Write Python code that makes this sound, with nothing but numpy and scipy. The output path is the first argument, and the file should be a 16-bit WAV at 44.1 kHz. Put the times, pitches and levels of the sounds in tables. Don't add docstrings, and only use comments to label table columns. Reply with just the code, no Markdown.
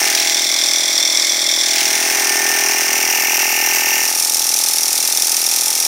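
import sys
import numpy as np
from scipy import signal
from scipy.fft import rfft, irfft
from scipy.io import wavfile
from scipy.ndimage import uniform_filter1d

SR = 44100
rng = np.random.default_rng(int(sys.argv[2]) if len(sys.argv) > 2 else 0)


def digitize_waveform(pressure):
    field = np.atleast_2d(pressure).T
    bounded = np.clip(field, -1, 1)
    quanta = np.round(bounded * 32767).astype(np.int16)
    wavfile.write(sys.argv[1], SR, quanta)


N = 258855

# (time [s], place [0 beside the bottle, 1 its neck, 2 over its cap, 3 gauge, 4 shaded])
MICROPHONE_PATH = [(0, 2), (.2, 0.87), (.5, 0.14), (1.6, 0), (1.9, 1.5), (2.35, 2), (2.95, 2.5), (3.25, 3),
                   (3.97, 3), (4.2, 4)]
PUFF_LEVELS = [-32.5, -31, -27.5, -28.5, -34]


def rattle(turns, hiss_db=1, clack_db=-2.0, room_db=-13, room_t60=0.21, low_hz=700):
    chamber_levels = [-10, -5, -10.5, -7.5, -8]
    rattle_levels = [-15, -14.5, -14.5, -14.5, -16]
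    # (frequency [Hz], level [dB])
    beside_bottle = [(1100.0, -13), (1380.0, -18.5), (2190.0, -3.5), (2860.0, -21), (3470.0, 2.5),
                     (3890.0, -6), (4890.0, -2.5), (5700.0, 0.5), (6640.0, -8.5), (7450.0, -2.5),
                     (8350.0, -9), (13200.0, -23.5), (14300.0, -15), (15400.0, -23)]
    at_neck = [(1100.0, -6), (1330.0, -12.5), (1550.0, -4), (1740.0, 0.5), (2650.0, -4), (3340.0, 0),
               (3740.0, 0), (6150.0, 2.5), (7450.0, 0), (8040.0, -0.5), (13200.0, -14), (14300.0, -6),
               (14800.0, -17), (15400.0, -6)]
    over_cap = [(1100, -6), (1330, -8), (1740, -2), (2190, -1.5), (2860, -4.5), (3340, -9.5), (4200, -9),
                (5300, -0.5), (6150, 1.5), (7450, -7.5), (8400, -3), (11800, -13), (13200, -17),
                (14200, -2), (15400, -15)]
    over_gauge = [(1100.0, -10.0), (1330.0, -12), (1550.0, -8.5), (1740.0, -6), (2190.0, -2.5),
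                  (2860.0, -1.5), (3340.0, -13.5), (4200.0, -11.5), (5480.0, -2), (5700.0, 1), (7450.0, -6),
                  (11800.0, -12.5), (12700.0, -3.5), (15400.0, -12)]
    shaded = [(1100.0, -12.5), (1490.0, -16.5), (2550.0, -10), (2970.0, -12.5), (5280.0, -1.5), (5700.0, 0),
              (6640.0, -1), (9370.0, -2.5), (11800.0, -9), (12200.0, -7), (13200.0, -10), (14300.0, -8.5),
              (14800.0, -6.5), (15400.0, -20)]

    near = blows(turns) + gain_of(hiss_db) * hiss(turns) + gain_of(clack_db) * clack(turns)
    near = near + gain_of(heard_db(chamber_levels)) * chamber(turns)
    sound = near + gain_of(room_db) * echo(near, tail(room_t60, delay_s=0.006))
    no_bass = signal.butter(4, low_hz, "high", fs=SR, output="sos")
    sound = signal.sosfilt(no_bass, sound)
    heard = at_microphone(sound, [beside_bottle, at_neck, over_cap, over_gauge, shaded])
    return gain_of(heard_db(rattle_levels)) * heard


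def clack(turns, tick_db=-7, t60=0.016, lead_db=-7, bounce_db=-4, seat_db=-1, seat_t60=.012):
    clack_levels = [3.5, 0.5, -0.5, -1, 5]
    # (frequency [Hz], level [dB])
    clack_colour = [(1000, -15), (2800, -23.5), (3600, -0.5), (4600, -19.5), (5350, -1), (5800, -3),
                    (6250, -5.5), (6900, -19.5), (11000, -3), (15500, -10.5)]
    swing_start_db, swing_db_per_s = 1, 0.32

    stutter = gain_of(lead_db) * clicks(turns, .115, .3, 2)
    slam = clicks(turns, .165, .1, 1) + stutter
    swing_db = swing_start_db + swing_db_per_s * np.arange(N) / SR
    alternation = np.cos(np.pi * turns)
    ticks = slam * gain_of(heard_db(clack_levels) + swing_db * alternation)
    ticks = ticks + gain_of(bounce_db) * clicks(turns, .44, .1, 2)
    seat = gain_of(seat_db) * echo(ticks, tail(seat_t60, delay_s=0))
    return evened(colour(gain_of(tick_db) * ticks + shudder(ticks, t60) + seat, clack_colour))


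def blows(turns, chatter_db=-2, chatter_t60=0.023, casing_db=3, casing_t60=0.023):
    # (place in the turn [0-1], level [dB], timing scatter [ms])
    blow_rows = [(0.089, -1.5, 0.503), (.14, -7.5, 0.458), (0.256, 1.5, 0.11), (0.329, -6, 0.413),
                 (.44, -0.5, 0.052), (.71, -3.5, 0.302), (.92, -5, .3)]
    # (frequency [Hz], relative level [dB], t60 [s])
    head_modes = [(2220, -2.5, 0.031), (2424, -2.5, 0.028), (2699, -7.5, 0.063), (5722, -5, 0.061)]
    head_levels = [-7.5, -6, -8.5, -8.5, -8.5]
    uneven_db = 1.2

    ticks = sum(gain_of(db) * clicks(turns, place, ms, uneven_db) for place, db, ms in blow_rows)
    chatter = gain_of(chatter_db) * shudder(ticks, chatter_t60)
    casing = gain_of(casing_db) * echo(ticks, tail(casing_t60, delay_s=0.00023))
    knock = ticks + chatter + casing

    t = np.arange(SR // 8) / SR
    head = sum(gain_of(db - 60 * t / t60) * np.cos(2 * np.pi * hz * t) for hz, db, t60 in head_modes)
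    ringing = echo(knock, head / np.linalg.norm(head))
    return evened(knock + gain_of(heard_db(head_levels)) * ringing)


def shudder(ticks, t60):
    envelope = gain_of(-60 * np.arange(SR // 20) / SR / t60)
    return rng.standard_normal(N) * echo(ticks, envelope / np.linalg.norm(envelope))


def chamber(turns, width_hz=200, rush_db=-4, octave_db=-3):
    # (place in the turn [0-1], pitch [Hz], rush level [dB])
    chamber_rows = [(0, 3130, -33), (.15, 2830, -21), (.27, 2590, -0.5), (.45, 2266, -0.5), (.7, 2114, -2),
                    (.9, 1980, -9), (1, 1830, -18)]
    # (place in the turn [0-1], level [dB])
    kick_rows = [(.14, 3.5), (.3, -2.5), (.45, -7), (.68, -3)]
    kick_scatter_ms = 0.053

    places, pitch, rush_levels = np.transpose(chamber_rows)
    hz = np.interp(turns % 1, places, pitch)
    rush_envelope = gain_of(np.interp(turns % 1, places, rush_levels))
    rush = evened(rng.standard_normal(N) * rush_envelope)
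    kicks = sum(gain_of(db) * clicks(turns, place, kick_scatter_ms, 1.5) for place, db in kick_rows)
    drive = gain_of(rush_db) * rush + evened(kicks)
    octave = resonate(drive, 2 * hz, width_hz)
    return evened(resonate(drive, hz, width_hz) + gain_of(octave_db) * octave)


def hiss(turns, leak_db=-9, flutter_db=2.74):
    # (place in the turn [0-1], width [turns], level [dB])
    spurt_rows = [(.15, 0.071, -6.5), (.42, 0.042, -11), (.73, 0.35, -6)]

    gate = gain_of(leak_db)
    for place, width, db in spurt_rows:
        distance = (turns - place + .5) % 1 - .5
        gate = gate + gain_of(db) * np.exp(-.5 * (distance / width) ** 2)
    return evened(rng.standard_normal(N) * gate * gain_of(flutter_db * wander(150)))


def puffs(turns, second_db=-16, swing_db=0.8, rush_db=-16, rush_turns=0.58, room_db=-17):
    # (frequency [Hz], level [dB])
    beside_bottle = [(123, -25), (164, -16.5), (205, -20.5), (246, -7), (328, 3), (410, -4), (451, -42),
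                     (492, -10), (574, 2.5), (697, 0), (779, -40), (1107, -7.5), (1271, -9), (2000, -20)]
    at_neck = [(123, -28), (164, -16.5), (205, -20.5), (246, -10.5), (328, 1), (410, -4.5), (492, -22.5),
               (574, -13.5), (656, 3), (779, -5.5), (984, -16), (1107, -30), (1271, -7.5), (2000, -61)]
    over_cap = [(123, -29), (164, -19), (205, -24), (246, -10.5), (328, -2), (410, 0), (451, -20),
                (574, -9), (697, -3), (840, 0.5), (943, -15), (1066, -18), (1230, -11), (2000, -35)]
    over_gauge = [(123, -31), (164, -20), (205, -21), (246, -9.5), (328, -3), (410, -2.5), (451, -22),
                  (574, -6.5), (697, -3.5), (861, 4.5), (943, -5), (1066, -18), (1230, -6.5), (2000, -28.5)]
    shaded = [(123, -31), (164, -22.5), (205, -23.5), (246, -13), (328, -7.5), (410, -10), (451, -15.5),
              (574, -9.5), (697, -10), (861, 0.5), (943, -16.5), (1066, -36), (1230, -9), (2000, -27)]

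    place = .64
    rebound = gain_of(second_db) * clicks(turns, place + .2, .15, 3)
    pulses = clicks(turns, place, .04, .8) + rebound
    swing = gain_of(swing_db * np.cos(np.pi * (turns - place)))
    rush = rng.standard_normal(N) * np.exp(-((turns - place) % 1) / rush_turns)
    air = evened(pulses * swing) + gain_of(rush_db) * evened(rush)
    air = air + gain_of(room_db) * echo(air, tail(t60=0.21, delay_s=0.0012))
    heard = at_microphone(air, [beside_bottle, at_neck, over_cap, over_gauge, shaded])
    return gain_of(heard_db(PUFF_LEVELS)) * heard


def bottle(turns, width_hz=42):
    bottle_levels = [-41, -33, -40.5, -42, -40]
    start_hz, rise_hz_per_s = 803, 13.2

    hz = start_hz + rise_hz_per_s * np.arange(N) / SR
    note = resonate(clicks(turns, .5, .05, 1.5), hz, width_hz)
    strength = np.sqrt(abs(uniform_filter1d(note ** 2, SR // 5)) + 1e-20)
    return gain_of(heard_db(bottle_levels)) * note / strength


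def ring(waver_db=2.0, drift_hz=3):
    ring_levels = [-49, -43, -31, -29.5, -45.5]
    ring_hz = 1801
    swell_at_s, swell_width_s, swell_db = 2.48, .11, 7.5

    hz = ring_hz + drift_hz * wander(18)
    swell = swell_db * np.exp(-.5 * ((np.arange(N) / SR - swell_at_s) / swell_width_s) ** 2)
    level_db = heard_db(ring_levels) + swell + waver_db * wander(24)
    return gain_of(level_db) * evened(np.sin(2 * np.pi * np.cumsum(hz) / SR))


def wash(level_db=-15.0):
    # (frequency [Hz], level [dB])
    wash_colour = [(20, -6), (80, -5.5), (160, -2.5), (300, 2.5), (480, 7.5), (800, 4), (1100, -23),
                   (1600, -29)]
    noise = evened(colour(rng.standard_normal(N), wash_colour))
    return gain_of(heard_db(PUFF_LEVELS) + level_db) * noise


def heard_db(levels):
    return np.interp(curve(MICROPHONE_PATH), np.arange(len(levels)), levels)


def at_microphone(x, colours):
    place = np.clip(curve(MICROPHONE_PATH), 0, len(colours) - 1)
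    heard = 0
    for k, points in enumerate(colours):
        nearness = np.maximum(1 - abs(place - k), 0)
        heard = heard + nearness * evened(colour(x, points))
    return heard


def clicks(turns, place, scatter_ms, uneven_db, count=246, size=8):
    late, strong = rng.uniform(-1.01, 1, (count, 2)).T
    on_time = np.interp(np.arange(count) + place, turns, np.arange(N), right=2 * N)
    at = on_time + late * scatter_ms * SR / 10 ** 3
    index = at.astype(int)[:, None] + np.arange(-size, size + 1)
    offset = index - at[:, None]
    shape = gain_of(uneven_db * strong)[:, None] * np.sinc(offset) * np.sinc(offset / (size + 1))
    inside = (index >= 0) & (index < N)
    return np.bincount(index[inside], shape[inside], N)


def resonate(x, hz, width_hz):
    spin = np.exp(2j * np.pi * np.cumsum(hz) / SR)
    r = np.exp(-np.pi * width_hz / SR)
    smoothed = signal.lfilter([(1 - r) ** 2], [1, -2 * r, r * r], x / spin)
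    return (spin * smoothed).real


def tail(t60, delay_s):
    t = np.arange(SR // 2) / SR
    taps = rng.standard_normal(len(t)) * gain_of(-60 * t / t60) * (t >= delay_s)
    return taps / np.linalg.norm(taps)


def echo(x, taps):
    return signal.oaconvolve(x, taps)[:N]


def colour(x, points, size=4096):
    f, db = np.transpose(points)
    hz = abs(np.fft.fftfreq(size, 1 / SR))
    log_gain = np.log(gain_of(np.interp(np.log(hz + 1), np.log(f + 1), db)))
    taps = np.fft.ifft(np.exp(np.conj(signal.hilbert(log_gain)))).real
    return echo(x, taps[:size // 2])


def wander(below_hz):
    spectrum = rfft(rng.standard_normal(N))
    slow = np.fft.rfftfreq(N, 1 / SR) < below_hz
    return evened(irfft(spectrum * slow, N))


def curve(rows):
    return np.interp(np.arange(N) / SR, *np.transpose(rows))


def evened(x):
    return x / np.sqrt(np.mean(x ** 2) + 1e-20)


def gain_of(db):
    return 10 ** (np.asarray(db) / 20)


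def scene():
    # (time [s], speed [turns/s])
    crank_speed = [(0.0, 40.92), (0.5, 41.072), (1.2, 41.115), (1.8, 40.962), (2.4, 40.907), (2.9, 41.015),
                   (3.4, 40.932), (3.9, 40.957), (4.4, 41.07), (5.0, 41.09), (5.5, 41.141), (5.65, 41.24),
                   (5.87, 41.117)]
    # (time [s], turns gained [turns])
    hurry = [(5.665, 0), (5.695, .145)]
    turns = np.cumsum(curve(crank_speed)) / SR + curve(hurry)
    return (rattle(turns) + puffs(turns) + bottle(turns) + ring() + wash())[None]


def record(dry, notch_hz=7880, notch_q=30, edge_hz=15850):
    notched = signal.lfilter(*signal.iirnotch(notch_hz, notch_q, SR), dry)
    band_limit = signal.firwin(511, edge_hz, window=("kaiser", 9), fs=SR)
    return signal.oaconvolve(notched, band_limit[None], "same")


dry = scene()
out = record(dry)
digitize_waveform(out)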